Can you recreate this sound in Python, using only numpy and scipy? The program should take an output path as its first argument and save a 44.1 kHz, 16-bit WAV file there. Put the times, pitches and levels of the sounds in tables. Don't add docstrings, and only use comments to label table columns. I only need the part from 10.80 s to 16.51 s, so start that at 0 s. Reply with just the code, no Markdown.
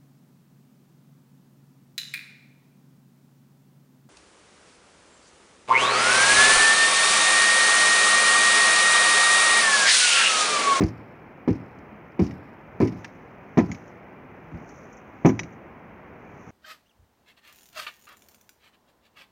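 import sys
import numpy as np
from scipy import signal
from scipy.fft import rfft, irfft, next_fast_len
from scipy.io import wavfile
from scipy.ndimage import map_coordinates

SR = 44100
rng = np.random.default_rng(int(sys.argv[2]) if len(sys.argv) > 2 else 0)


def put_to_file(sound):
    columns = np.atleast_2d(sound).T
    safe = np.clip(columns, -1, 1)
    whole_steps = np.round(safe * 32767)
    wavfile.write(sys.argv[1], SR, whole_steps.astype(np.int16))


N = 251671

# (time [s], boom [dB], clang [dB], second clang [dB], gap to second contact [s],
# gap from second to last [s], panel tilt [dB/octave], place struck [0-1])
JOLTS = [(0.0067, -7, -29, -29.5, .0126, 0.013, -4.5, 0), (0.6768, -9, -28, -44, .0121, .0167, 2.5, .33),
         (1.3915, -9, -26.5, -44, .0103, .0173, -3.5, .27),
         (2.0025, -5.5, -22.5, -33, .0181, 0.028, 0.5, 0.34),
         (2.7725, -5.5, -17, -21.5, .0129, .0039, 14.5, 0.53),
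         (3.717, -31, -59, -58, 0.025, .024, -16, 0.83), (4.4476, -5, -15.5, -17.5, .0072, 0.035, -3, 0.25)]
def contacts():
    for s, boom_db, clang_db, second_db, gap, settle, tilt_db, place in JOLTS:
        rim_db = -21 + 0.66 * clang_db
        second_rim_db = -21 + 0.66 * second_db
        yield s, boom_db, clang_db, rim_db, tilt_db, place
        yield s + gap, boom_db - 0.5, second_db, second_rim_db + 5, tilt_db - 2.5, place + 0.19
        yield s + gap + settle, boom_db - 5.5, second_db - 14, second_rim_db - 2, 1, place + 0.38


# (frequency [Hz], level [dB], t60 [s])
PANEL_MODES = [(165.5, -5, 0.12), (191.4, -6, 0.13), (210, -6, 0.22), (261.4, -4.5, 0.21), (279, -8, 0.24),
               (318.8, -7, 0.21), (364.6, -7.5, 0.16), (385, -6.5, 0.15), (434, -17.5, 0.16),
               (485, -9.5, 0.084)]
def panels(tilt_db, place):
    lowest_hz = PANEL_MODES[0][0]
    modes = [(hz, db + tilt_db * np.log2(hz / lowest_hz) + 5 * np.cos(np.pi * k * place), t60)
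             for k, (hz, db, t60) in enumerate(PANEL_MODES)]
    return ring(modes, attack=0.0013)


# (frequency [Hz], level [dB], t60 [s])
WALL_MODES = [(670, -10, 0.24), (696, 12.5, 0.18), (710, 6, 0.042), (799, 18, 0.16), (887, 0, .16),
              (924, 16.5, 0.091), (1003, 15, 0.21), (1140, 1.5, 0.092), (1090, -12, 0.29),
              (1130, -14.5, 0.48), (1516, -14, 0.13)]
RIM_MODES = [(1670, -14.5, 0.16), (1760, 31, 0.047), (1790, 6.5, 0.16), (1880, -29, 0.065),
             (1980, -20.5, 0.13), (2320, 30, 0.028), (2400, 7, 0.092), (2830, -21, .12), (3070, -16, .1)]
# (frequency [Hz], level [dB])
BOOM_SPECTRUM = [(60, -19.5), (130, -12.5), (180, 5.5), (270, 8.5), (390, -0.5), (500, -26), (800, -43),
                 (1500, -69)]
CLANG_SPECTRUM = [(250, -52), (480, 1.5), (700, 8.5), (1000, 1), (1300, -2.5), (1600, -40), (3000, -105)]
RIM_SPECTRUM = [(800, -8.5), (1500, -9.5), (2200, -2), (2700, -13.5), (3300, -22.5), (4200, -26.5),
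                (8000, -45.5), (16000, -73)]
def bucket():
    out = np.zeros(N)
    for s, boom_db, clang_db, rim_db, tilt_db, place in contacts():
        boom = amp(-13) * panels(tilt_db, place)
        boom += amp(-11.5) * burst(BOOM_SPECTRUM, attack=0.0011, t60=0.1)
        clang = amp(-15.5) * ring(WALL_MODES, attack=0.0013)
        clang += amp(-8.5) * burst(CLANG_SPECTRUM, attack=0.0012, t60=0.11)
        rim = amp(-12) * ring(RIM_MODES, attack=0.001)
        rim += amp(-3) * burst(RIM_SPECTRUM, attack=0.0018, t60=0.09)
        add(out, s, amp(boom_db) * boom + amp(clang_db) * clang + amp(rim_db) * rim)
    return out


# (time [s], thud [dB], thud pitch [Hz], frame ring [dB], shudder [dB])
LANDINGS = [(0.0316, -20, 95, -33.5, -35), (0.7037, -24, 108, -37.5, -36.5), (1.4149, -24, 93, -41, -32.5),
            (2.0225, -23, 101, -32, -30.5), (2.7728, -30, 124, -25.5, -29.5), (3.735, -37.5, 89, -46, -47),
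            (4.459, -45, 76, -31, -28)]
# (time [s], level [dB])
CART_BUMPS = [(0.98, -41.5), (1.127, -40.5), (1.927, -38.5), (2.119, -25.5), (2.889, -22.5), (4.599, -26.5),
              (4.715, -43), (5.669, -35)]
# (frequency [Hz], level [dB], t60 [s])
FRAME_MODES = [(113, -11.5, 0.54), (177.8, -5.5, 0.32)]
# (frequency [Hz], level [dB])
THUD_SPECTRUM = [(30, -18), (46, -15.5), (57, 11.5), (75, -20), (110, 3), (150, -25), (300, -45.5),
                 (800, -86.5)]
SHUDDER_SPECTRUM = [(30, -30), (55, -11.5), (90, 4), (112, 3), (135, 1.5), (175, 3), (290, 0), (380, -6.5),
                    (500, -18), (1000, -23.5), (2200, -33.5), (4000, -54.5), (9000, -87.5)]
def cart():
    out = np.zeros(N)
    for s, thud_db, thud_hz, frame_db, shudder_db in LANDINGS:
        push = struck(np.sin(2 * np.pi * thud_hz * hit_times()) * fade(attack=0.0059, t60=0.085))
        thump = amp(-6.5) * burst(THUD_SPECTRUM, attack=0.0023, t60=0.13)
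        add(out, s, amp(thud_db) * (push + thump))
        add(out, s, amp(frame_db) * ring(FRAME_MODES, attack=0.0021, scatter_db=7))
        add(out, s, amp(shudder_db) * burst(SHUDDER_SPECTRUM, attack=0.013, t60=0.49))
    for s, db in CART_BUMPS:
        add(out, s, amp(db - 9.5) * burst(SHUDDER_SPECTRUM, attack=0.0065, t60=0.25))
    return out


# (time [s], level [dB], clack pitch [Hz], ring against chatter [dB], flight [s], change on return [dB])
THROWS = [(1.509, -36, 2120, -20, .03, -21), (2.079, -33, 2100, -20, .043, -8),
          (2.245, -24.5, 1970, -20, 0.032, -26), (2.9156, -25.5, 2230, 3, .031, -9.5),
          (4.5922, -16.5, 2210, 6.5, .04, -17)]
def fittings():
    out = np.zeros(N)
    for s, db, clack_hz, ring_db, flight, return_db in THROWS:
        add(out, s, clink(db, clack_hz, ring_db))
        add(out, s + flight, clink(db + return_db, clack_hz, ring_db - 7.5))
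    return out


# (frequency [multiples of its pitch], level [dB])
CLACK_SPECTRUM = [(.2, -24), (.45, -10), (.7, -20.5), (.88, 3), (1, 2), (1.12, -8), (1.35, -13.5),
                  (1.8, -25), (3.6, -44), (7, -58.5)]
# (frequency [Hz], level [dB], t60 [s])
STEEL_MODES = [(3800, -20, 0.06), (5240, -15.5, .04), (5490, -9, 0.071), (5770, -11, 0.073),
               (5935, 4, 0.063), (6460, -24, .13), (6440, 1.5, 0.055), (6700, -9, 0.062)]
# (frequency [Hz], level [dB])
GRIT_SPECTRUM = [(800, -24), (2400, 10.5), (3500, -2.5), (4400, 0), (5500, 7.5), (6800, -4), (8000, -21.5),
                 (9500, -15), (12000, -37), (15500, -22.5)]
def clink(db, clack_hz, ring_db):
    hollow = [(multiple * clack_hz, level) for multiple, level in CLACK_SPECTRUM]
    clack = burst(hollow, attack=0.0016, t60=0.022)
    steel = amp(ring_db - 2) * ring(STEEL_MODES, attack=0.00047, scatter_db=13)
    chatter = burst(GRIT_SPECTRUM, attack=0.00052, t60=0.053)
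    return amp(db - 15.5) * clack + amp(0.73 * db - 31) * (chatter + steel)


# (frequency [Hz], level [dB])
CRACKLE_SPECTRUM = [(1500, -4.5), (3500, -5), (5000, 11), (7000, 1.5), (8000, -9.5), (9800, -4.5),
                    (12000, -18.5), (15500, -22)]
def crackle(rate, spread_db):
    size = SR // 2
    snaps = (rng.random(size) < rate / SR) * rng.choice([-1, 1], size)
    return colour(snaps * amp(spread_db * rng.random(size)), CRACKLE_SPECTRUM)


# (time [s], level [dB], loss per further break [dB], crackle [dB])
CRUNCHES = [(.0094, -37, 0.2, -50.5), (0.6803, -35.5, 2.5, -63), (1.3935, -36, -0.5, -57),
            (2.0018, -42, -3.5, -55), (2.7764, -25, 7.5, -87), (4.4586, -35.5, 11, -64)]
# (time [s], level [dB])
ICE_CRACKS = [(0.0372, -32), (0.088, -44), (0.178, -57), (0.9874, -54), (1.3194, -60), (2.0154, -35),
              (2.0254, -41), (2.86, -49), (3.7723, -57), (3.8905, -52)]
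ICE_SCRAPES = [(0.035, -38.5), (1.458, -45.5), (2.785, -32), (3.0755, -50.5), (3.89, -46.5), (4.125, -45),
               (4.168, -46.5), (4.459, -24), (4.485, -28), (4.7242, -53)]
# (frequency [Hz], level [dB])
CRACK_SPECTRUM = [(1000, -16.5), (2400, -10), (3500, -17.5), (4600, 6), (5300, 4.5), (7000, -7.5),
                  (8200, -17), (10500, -17), (15500, -25.5)]
SLIDE_SPECTRUM = [(3500, -45), (4700, -27), (5400, 2.5), (6000, 11.5), (6700, 5.5), (7300, -7),
                  (8000, -36.5), (10000, -33), (15000, -18.5)]
def crust():
    out = np.zeros(N)
    break_gap_s = 0.0235
    for s, db, loss_db, crackle_db in CRUNCHES:
        for k in range(4):
            shower = grains(GRIT_SPECTRUM, size=SR // 2, rate=580, spread_db=3.5)
            shower = amp(db - 18.5 - k * loss_db) * struck(shower * fade(attack=0.00072, t60=0.08))
            snaps = crackle(rate=570, spread_db=28)
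            snaps = amp(crackle_db - 3 * k) * struck(snaps * fade(attack=0.0006, t60=0.085))
            add(out, s + k * break_gap_s, shower + snaps)
    for s, db in ICE_CRACKS:
        add(out, s, amp(db - 16.5) * burst(CRACK_SPECTRUM, attack=0.00056, t60=0.026))
    for s, db in ICE_SCRAPES:
        scrape = grains(SLIDE_SPECTRUM, size=SR // 2, rate=520, spread_db=3.5)
        add(out, s, amp(db - 16) * struck(scrape * fade(attack=0.00083, t60=0.081)))
    return out


# (time of top speed [s], level [dB], rise [s], fall [s])
GLIDES = [(2.19, -68.5, 0.085, 0.13), (2.94, -64, .11, 0.085), (3.96, -64.5, 0.13, 0.14),
          (4.6, -65, 0.11, 0.082), (5.7, -66.5, 0.15, .1)]
# (frequency [Hz], level [dB])
POWDER_SPECTRUM = [(2500, -15.5), (3800, 2.5), (4600, 0.5), (5400, 5.5), (6300, -18), (7300, -7),
                   (8500, -18), (12000, -8), (15500, -20)]
def loose_snow():
    t = np.arange(N) / SR
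    powder_rise_s, powder_t60_s = 0.04, 0.99
    glide = sum(amp(db) * np.exp(np.minimum((t - s) / rise, (s - t) / fall))
                for s, db, rise, fall in GLIDES)
    powder = amp(-87) + amp(-15) * glide
    for s, db, loss_db, _ in CRUNCHES:
        age = np.maximum(t - s, 0)
        sift_db = db - 29 - 2 * loss_db
        powder += amp(sift_db - 60 * age / powder_t60_s) * (1 - np.exp(-age / powder_rise_s))
    hiss = np.hypot(glide, amp(-87.5)) * grains(SLIDE_SPECTRUM, size=N, rate=240, spread_db=4.5)
    return hiss + powder * grains(POWDER_SPECTRUM, size=N, rate=270, spread_db=5.5)


# (frequency [Hz], level [dB])
RUSH_SPECTRUM = [(15, -31.5), (25, -3), (82, -4.5), (193, -0.5), (221, 0), (336, -3.5), (369, -3.5),
                 (655, -6.5), (763, -6.5), (941, -8.5), (2400, -17), (3120, -45), (5280, -120)]
AIR_SPECTRUM = [(1500, -31), (2000, 0), (2400, -3.5), (2800, -6), (3200, -13.5), (3800, -25), (5000, -30),
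                (6300, -36), (8000, -40), (11000, -33.5), (15500, -28)]
def outdoors():
    rush = noise(RUSH_SPECTRUM, N) * amp(-46 + 0.34 * wobble(5.9, N))
    return rush + amp(-64) * noise(AIR_SPECTRUM, N)


def ring(modes, attack, scatter_db=3):
    t = hit_times()
    scatter = scatter_db * rng.standard_normal(len(modes))
    return struck(sum((-1) ** k * amp(db + scatter[k]) * np.sin(2 * np.pi * hz * t) * fade(attack, t60)
                      for k, (hz, db, t60) in enumerate(modes)))


def burst(spectrum, attack, t60):
    return struck(noise(spectrum, SR // 2) * fade(attack, t60))


def grains(spectrum, size, rate, spread_db):
    clumps = amp(spread_db * np.tanh(wobble(rate, size)))
    return colour(rng.standard_normal(size) * clumps, spectrum)


def noise(spectrum, size):
    return colour(rng.standard_normal(size), spectrum)


def colour(x, spectrum):
    points_hz, points_db = np.transpose(spectrum)
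    size = next_fast_len(len(x))
    hz = np.fft.rfftfreq(size, 1 / SR)
    gain = amp(np.interp(np.log(hz + 1), np.log(points_hz), points_db))
    shaped = irfft(rfft(x, size) * gain, size)[:len(x)]
    return shaped / rms(shaped)


def wobble(rate, size):
    knots = rng.standard_normal(int(size * rate / SR) + 4)
    return map_coordinates(knots, [np.arange(size) * rate / SR])


def fade(attack, t60):
    t = hit_times()
    return (1 - np.exp(-t / attack)) * amp(-60 * t / t60)


def hit_times():
    return np.arange(SR // 2) / SR


def struck(x):
    return x / rms(x[:SR // 50])


def rms(x):
    return np.sqrt(np.mean(x ** 2) + 1e-20)


def amp(db):
    return 10 ** (np.asarray(db) / 20)


def add(track, s, sound):
    start = max(round(s * SR), 0)
    track[start:start + len(sound)] += sound[:max(N - start, 0)]


def scene():
    return (bucket() + cart() + fittings() + crust() + loose_snow() + outdoors())[None]


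def record(dry):
    low_cut_hz, top_hz = 54, 15830
    thin = signal.sosfilt(signal.butter(4, low_cut_hz, "highpass", fs=SR, output="sos"), dry)
    size = next_fast_len(N + SR // 2)
    in_band = np.fft.rfftfreq(size, 1 / SR) < top_hz
    return irfft(rfft(thin, size) * in_band, size)[..., :N]


dry = scene()
out = record(dry)
put_to_file(out)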